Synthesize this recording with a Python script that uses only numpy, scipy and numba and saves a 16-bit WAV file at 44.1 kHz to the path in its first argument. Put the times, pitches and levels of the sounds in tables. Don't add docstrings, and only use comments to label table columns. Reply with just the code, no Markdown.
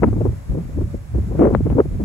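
import sys
import numpy as np
from scipy import signal
from scipy.fft import rfft, irfft
from scipy.io import wavfile
from scipy.ndimage import uniform_filter1d, minimum_filter1d
from numba import njit

SR = 44100
rng = np.random.default_rng(int(sys.argv[2]) if len(sys.argv) > 2 else 0)


def to_wav(s):
    ch = np.atleast_2d(s).T
    pcm = np.round(np.clip(ch, -1, 1) * 32767)
    wavfile.write(sys.argv[1], SR, pcm.astype(np.int16))


def boost(x):
    u = np.asarray(x, float) / 20
    return 10 ** u


N = 90228


def walk(rate_hz):
    hold = int(SR / rate_hz)
    steps = np.repeat(rng.standard_normal(N // hold + 1), hold)
    return 1.29 * uniform_filter1d(uniform_filter1d(steps, hold), hold)[:N]


def unit(x):
    return x / np.sqrt(np.mean(x ** 2))


def pair(like):
    mid, side = rng.standard_normal((2, N))
    opposite = np.array([[1], [-1]])
    return (np.sqrt(1 + like) * mid + np.sqrt(1 - like) * side * opposite) / np.sqrt(2)


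def colour(hz, table):
    table_hz, table_db = np.array(table).T
    return boost(np.interp(np.log(hz + 1), np.log(table_hz), table_db))


@njit
def svf(x, hz, q):
    band, low, b, l = np.empty(len(x)), np.empty(len(x)), 0., 0.
    for i in range(len(x)):
        g = np.tan(np.pi * hz[i] / SR)
        v = (b + g * (x[i] - l)) / (1 + g * (g + 1 / q))
        band[i], low[i] = v / q, l + g * v
        b, l = 2 * v - b, l + 2 * g * v
    return band, low


def puffs(t, starts, holds, attack, release):
    late = t[None] - starts[:, None]
    rise = np.minimum(late / attack - 1, 0)
    fall = np.minimum((holds[:, None] - late) / release, 0)
    return np.exp(rise + fall)


def power(shapes, dbs):
    return np.sqrt(boost(dbs) ** 2 @ shapes ** 2) + 1e-6


def strongest_pitch(shapes, dbs, pitches):
    return (boost(dbs) ** 2 * pitches) @ shapes ** 2 / power(shapes, dbs) ** 2


def even(x, span_s):
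    swell = uniform_filter1d(np.mean(unit(x) ** 2, axis=0), int(span_s * SR)) + 0.069
    return unit(x * swell ** (-0.72 / 2))


# start_s, level_db
GUSTS = [(0.0, -19.5), (0.04, -16), (0.29, -16), (0.36, -27), (0.46, -33), (0.5, -18), (0.7, -27.5),
         (0.79, -16.5), (0.93, -28), (0.94, -25.5), (1.08, -30), (1.16, -21.5), (1.29, -22.5),
         (1.58, -15.5), (1.62, -17.5), (1.73, -17.5), (1.9, -22), (1.93, -20.5), (2.04, -18.5)]
# frequency_hz, level_db
RUMBLE_SPECTRUM = [(12, -44.5), (20, -9.5), (65, 0.5), (125, -2.5), (184, -11), (247, -15), (282, -21.5),
                   (392, -30), (700, -45), (910, -61), (1540, -120)]


def rumble(t):
    hz = np.fft.rfftfreq(N, 1 / SR)
    spectrum = rfft(pair(0.66)) * colour(hz, RUMBLE_SPECTRUM)
    gust = boost(np.interp(t, *np.array(GUSTS).T) - 3)
    shared = walk(14)
    out = 0
    for centre_hz in 25 * 2 ** np.arange(0, 5.1, .5):
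        octaves = np.log2((hz + 1) / centre_hz)
        share = np.cos(np.pi * np.clip(octaves, -.5, .5)) ** 2
        brightness_db = 0.078 * (20 * np.log10(gust) + 24) + .9 * shared
        flicker_db = np.log2(centre_hz / 50) * brightness_db + 4.6 * walk(24.97)
        out = out + irfft(spectrum * share, N) * boost(flicker_db)
    return even(out, 0.035) * gust


# start_s, peak_db, pitch_hz, hold_s
THUMPS = [(0.03, -12, 220, .015), (0.05, -9, 125, 0.026), (0.097, -12.5, 66, 0.012),
          (0.2, -15.5, 123, 0.024), (0.265, -14.5, 108, 0.03), (0.491, -11, 54.7, 0.02),
          (0.577, -20.5, 176, 0.027), (0.651, -25.5, 47.3, 0.018), (0.77, -10, 64, 0.019),
          (0.804, -13.5, 75, 0.037), (0.927, -18.5, 77, 0.023), (1.137, -8.5, 65, 0.045),
          (1.203, -12, 67.3, 0.025), (1.262, -18, 86.5, 0.046), (1.328, -15.5, 132.4, 0.052),
          (1.388, -9, 230, 0.05), (1.453, -10.5, 167, 0.021), (1.533, -10, 141.4, 0.025),
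          (1.626, -18, 75.8, 0.015), (1.66, -14, 190, .015), (1.695, -7, 68.4, 0.021),
          (1.747, -13.5, 94.2, 0.03), (1.848, -21, 74.5, 0.012), (1.914, -14, 45.4, 0.024),
          (2, -20.5, 169, 0.029)]


def thumps(t):
    start, db, pitch, hold = np.array(THUMPS).T
    shapes = puffs(t, start, hold, attack=0.0048, release=0.021)
    hz = strongest_pitch(shapes, db, pitch) + 1
    q = 1.41
    band = np.array([svf(svf(x, hz, q)[0], hz, q)[0] for x in pair(0.74)])
    return even(band * (80 / hz) ** .5, 0.029) * power(shapes, db) * boost(-7)


# start_s, peak_db, crackle_over_peak_db, pitch_hz, hold_s
EDDIES = [(0.022, -11.5, -4, 229, 0.019), (0.04, -13.5, -13, 268, 0.013), (0.072, -14, -20, 252, 0.015),
          (0.159, -22, -17.5, 283, 0.029), (0.205, -15.5, -22, 340, 0.014), (0.25, -16, -14.5, 254, 0.022),
          (0.536, -27.5, -22, 337, 0.021), (0.569, -19.5, -27, 314, 0.015),
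          (0.7735, -19, -21.5, 290, 0.015), (0.806, -22, -43, 305, 0.018), (1.148, -21.5, -33, 324, 0.013),
          (1.175, -19.5, -48.5, 309, 0.014), (1.308, -24.5, -29, 360, 0.019),
          (1.387, -7.5, -16, 265, 0.017), (1.407, -8, -15.5, 376, 0.03), (1.435, -10.5, -7.5, 336, 0.019),
          (1.454, -9.5, -16.5, 367, 0.023), (1.479, -20, -10, 396, 0.016), (1.525, -15, -11, 264, 0.017),
          (1.712, -16.5, -8.5, 253, 0.016), (1.751, -22, -15, 330, .008), (1.764, -14, -23, 287, 0.018),
          (1.784, -8, -31, 454, 0.011), (1.998, -17.5, -22, 300, 0.02)]
# start_s, peak_db, crackle_over_peak_db, pitch_hz, hold_s
FLICKS = [(0.13, -20.5, -17, 260, 0.0076), (0.291, -25, -19, 292, 0.0033), (0.327, -31, -9, 350, 0.0037),
          (0.553, -25, -29, 281, 0.0081), (0.65, -32, -25, 262, 0.0043), (0.691, -28, -40, 280, 0.0071),
          (0.843, -27.5, -26, 269, 0.0099), (0.942, -17.5, -33, 297, 0.006), (1.24, -41.5, -20, 252, 0.01),
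          (1.348, -24, -32, 356, 0.0065), (1.507, -12, -37, 393, 0.0048), (1.551, -14, -12, 326, 0.004),
          (1.604, -11, -24, 242, 0.0034), (1.656, -11, -18.5, 250, 0.007), (1.7, -19, -9, 297, 0.006),
          (1.799, -1.5, -26, 398, 0.0055), (1.853, -21.5, -29, 300, 0.006), (1.91, -28, -28, 315, 0.0052),
          (1.944, -28.5, -32, 330, 0.011)]
# start_s, peak_db, crackle_over_peak_db, pitch_hz, hold_s
WHIPS = [
    (0.027, -12, -14, 600, 0.017),
    (1.78, -10.5, -25, 500, .022),
    (.128, -24.5, -11, 482, .004),
    (.252, -18, -12, 479, .005),
    (.518, -29.5, -15, 448, 0.0035),
    (0.547, -26, -18, 448, .005),
    (1.352, -25, -15, 448, .004),
    (1.663, -17.5, -20, 478, 0.0047),
]


def flutter(t):
    start, db, crackle_db, pitch, hold = np.array(EDDIES + FLICKS + WHIPS).T
    shapes = puffs(t, start, hold, attack=0.00302, release=0.0045)
    hz = np.clip(strongest_pitch(shapes, db, pitch), 150, 900) * boost(0.55 * walk(60))

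    body = []
    for x in pair(0.93):
        x = svf(svf(x, hz, 1.25)[0], hz, 1.25)[0]
        body.append(svf(x, 1.76 * hz, 0.47)[1])
    body[1] = svf(body[1], 2.08 * hz, 0.68)[1]
    body = even(np.array(body) * (300 / hz) ** .5, 0.0068)

    crests = np.maximum(np.abs(body[0]) - .8, 0) ** 1.88
    grit = crests * np.sign(body[0]) * 0.77 + pair(0.98) * (0.083 + crests)
    grit = grit * boost(1.4 * walk(150))
    edge_hz = np.full(N, 883.)
    crackle = []
    for x in grit:
        x = svf(svf(x, edge_hz, 0.94)[0], 1.25 * edge_hz, 0.86)[1]
        crackle.append(svf(x, 1.52 * edge_hz, 0.5)[1])
    crackle = unit(np.array(crackle)) * power(shapes, db + crackle_db)

    body = body * power(shapes, db) * boost(np.array([[-2.8], [-3.1]]))
    return body + crackle * boost(np.array([[-.6], [-20]]))


# start_s, peak_db, width_ms, direction (push 1, suck -1)
SNAPS = [(.0262, -14, 0.32, 1), (.0330, -7, 0.21, -1), (.0347, -5.5, 0.23, 1), (0.0387, -3, 0.24, 1),
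         (.0413, -7, .2, -1), (.0445, -4.5, 0.36, -1), (.1315, -27, .25, 1), (.1665, -29, 0.33, -1),
         (.2075, -27, .35, 1), (.2545, -18, 0.29, 1), (.2935, -27, 0.32, -1), (0.5208, -33, 0.29, 1),
         (.5485, -29, 0.36, -1), (0.5868, -30, .3, 1), (0.8133, -27, 0.26, 1), (1.1485, -30, 0.31, -1),
         (1.2005, -31, 0.33, 1), (1.3213, -25, 0.37, 1), (1.3942, -12, 0.24, 1), (1.4119, -20.5, 0.26, -1),
         (1.4203, -14.5, 0.28, 1), (1.4320, -12, 0.25, -1), (1.4365, -22, 0.21, 1), (1.4445, -16, 0.21, 1),
         (1.452, -12, 0.25, 1), (1.4726, -10.5, 0.27, 1), (1.5052, -14.5, 0.36, 1), (1.5395, -14.5, .3, 1),
         (1.606, -26, 0.34, -1), (1.7012, -22, .045, 1), (1.7172, -27, .2, -1), (1.7287, -25, 0.27, 1),
         (1.8035, -19, 0.19, -1)]


def snaps(t):
    out = 0
    for start, db, width_ms, way in SNAPS:
        late = (t - start) / (1.6 * width_ms / 1000)
        out = out + way * boost(db) * (1 - late ** 2 - 0.55 * late) / (1 + late ** 2) ** 2
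    return out * boost(np.array([[1.5], [-12]]))


# start_s, peak_db, length_ms, edge_ms
SLAP = (1.5498, -1.5, 0.327, 0.146)


def slap(t):
    start, db, length_ms, edge_ms = SLAP
    late_ms = (t - start) * 1000
    rise = np.arctan((late_ms + length_ms / 2) / edge_ms)
    fall = np.arctan((late_ms - length_ms / 2) / edge_ms)
    push = rise - fall
    span = int(0.00076 * SR)
    rebound = 2 * 0.6 * uniform_filter1d(uniform_filter1d(push, span), span)
    out = push - rebound

    ring_hz, ring_ms, ring_db = 455, 4.3, -3.5
    after_ms = np.maximum(late_ms, 0)
    ring = -np.sin(2 * np.pi * ring_hz * after_ms / 1000)
    ring = ring * np.tanh((after_ms / 0.28) ** 2) * np.exp(-(after_ms / ring_ms) ** 3)
    push_sides, ring_sides = boost(np.array([[0.], [-14]])), boost(np.array([[0.], [-4]]))
    return out / out.max() * boost(db) * push_sides + ring * boost(ring_db) * ring_sides


# start_s, length_s, level_db
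HUMS = [
    (0.29, 0.19, -54.5),
    (0.81, 0.23, -49),
]


def hum(t):
    hz = 568 * (1 + 0.0087 * walk(15.3))
    tone = np.sin(2 * np.pi * np.cumsum(hz) / SR)
    size = 0
    for start, length, db in HUMS:
        size = size + boost(db) * np.sin(np.pi * np.clip((t - start) / length, 0, 1)) ** 0.82
    return tone * size * boost(np.array([[3.5], [-8]]))


# frequency_hz, level_db
LEAF_SPECTRUM = [(200, -7), (600, -6.5), (1150, -12), (2300, -17.5), (3000, -24.5), (5500, -25.5),
                 (8500, -23), (12000, -26.5), (16000, -34.5)]


def leaves():
    level_db, lead_s, in_step_hz = -48.5, .00023, 6780
    hz = np.fft.rfftfreq(N, 1 / SR)
    rustle = rng.standard_normal((2, N)) * boost(.5 * walk(8) + .6 * walk(40))
    left, other = rfft(rustle)
    like = np.clip(0.46 * (hz - 3500) / 4000, .15, 0.46)
    early = left * np.exp(2j * np.pi * (hz - in_step_hz) * lead_s)
    right = like * early + np.sqrt(1 - like ** 2) * other
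    spectrum = np.array([left, right]) * colour(hz, LEAF_SPECTRUM) * (hz > 150)
    return unit(irfft(spectrum, N)) * boost(level_db)


def scene():
    t = np.arange(N) / SR
    wind = rumble(t) + thumps(t) + flutter(t)
    ceiling, clear_s = .86, .003
    clear = 1 - 0.59 * np.exp(-((t - SLAP[0]) / clear_s) ** 2)
    wind = clear * wind / (1 + (wind / ceiling) ** 4) ** .25 + snaps(t)
    mesh = signal.cheby2(4, 26, 4200, fs=SR, output="sos")
    vent = signal.butter(2, 31.8, "high", fs=SR, output="sos")
    wind = signal.sosfilt(vent, signal.sosfilt(mesh, wind))
    return wind + slap(t) + hum(t) + leaves()


def low_pass(x):
    return signal.sosfilt(signal.butter(12, 15800, fs=SR, output="sos"), x)


# from_hz, to_hz
NO_SUM = [(8500, 9710), (12900, 14500), (15800, 22000)]
# from_hz, to_hz
NO_DIFFERENCE = [(6900, 7600), (10900, 12000), (14700, 17000)]


def record(dry):
    limit, span = .9, 200
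    duck = np.minimum(limit / (np.abs(dry).max(axis=0) + 1e-9), 1)
    dry = dry * uniform_filter1d(minimum_filter1d(duck, 2 * span), span)

    hz, times, cells = signal.stft([dry[0] + dry[1], dry[0] - dry[1]], SR, nperseg=2048)
    for cell, bands in zip(cells, (NO_SUM, NO_DIFFERENCE)):
        for low_hz, high_hz in bands:
            ragged_hz = 300 * np.round(0.63 * rng.standard_normal((2, len(times))))
            below = hz[:, None] < low_hz + ragged_hz[0]
            above = hz[:, None] > high_hz + .5 * ragged_hz[1]
            cell *= below | above
    mid, side = signal.istft(cells, SR, nperseg=2048)[1][:, :N]
    mix = np.array([mid + side, mid - side]) / 2
    return low_pass(mix)


dry = scene()
out = record(dry)
to_wav(out)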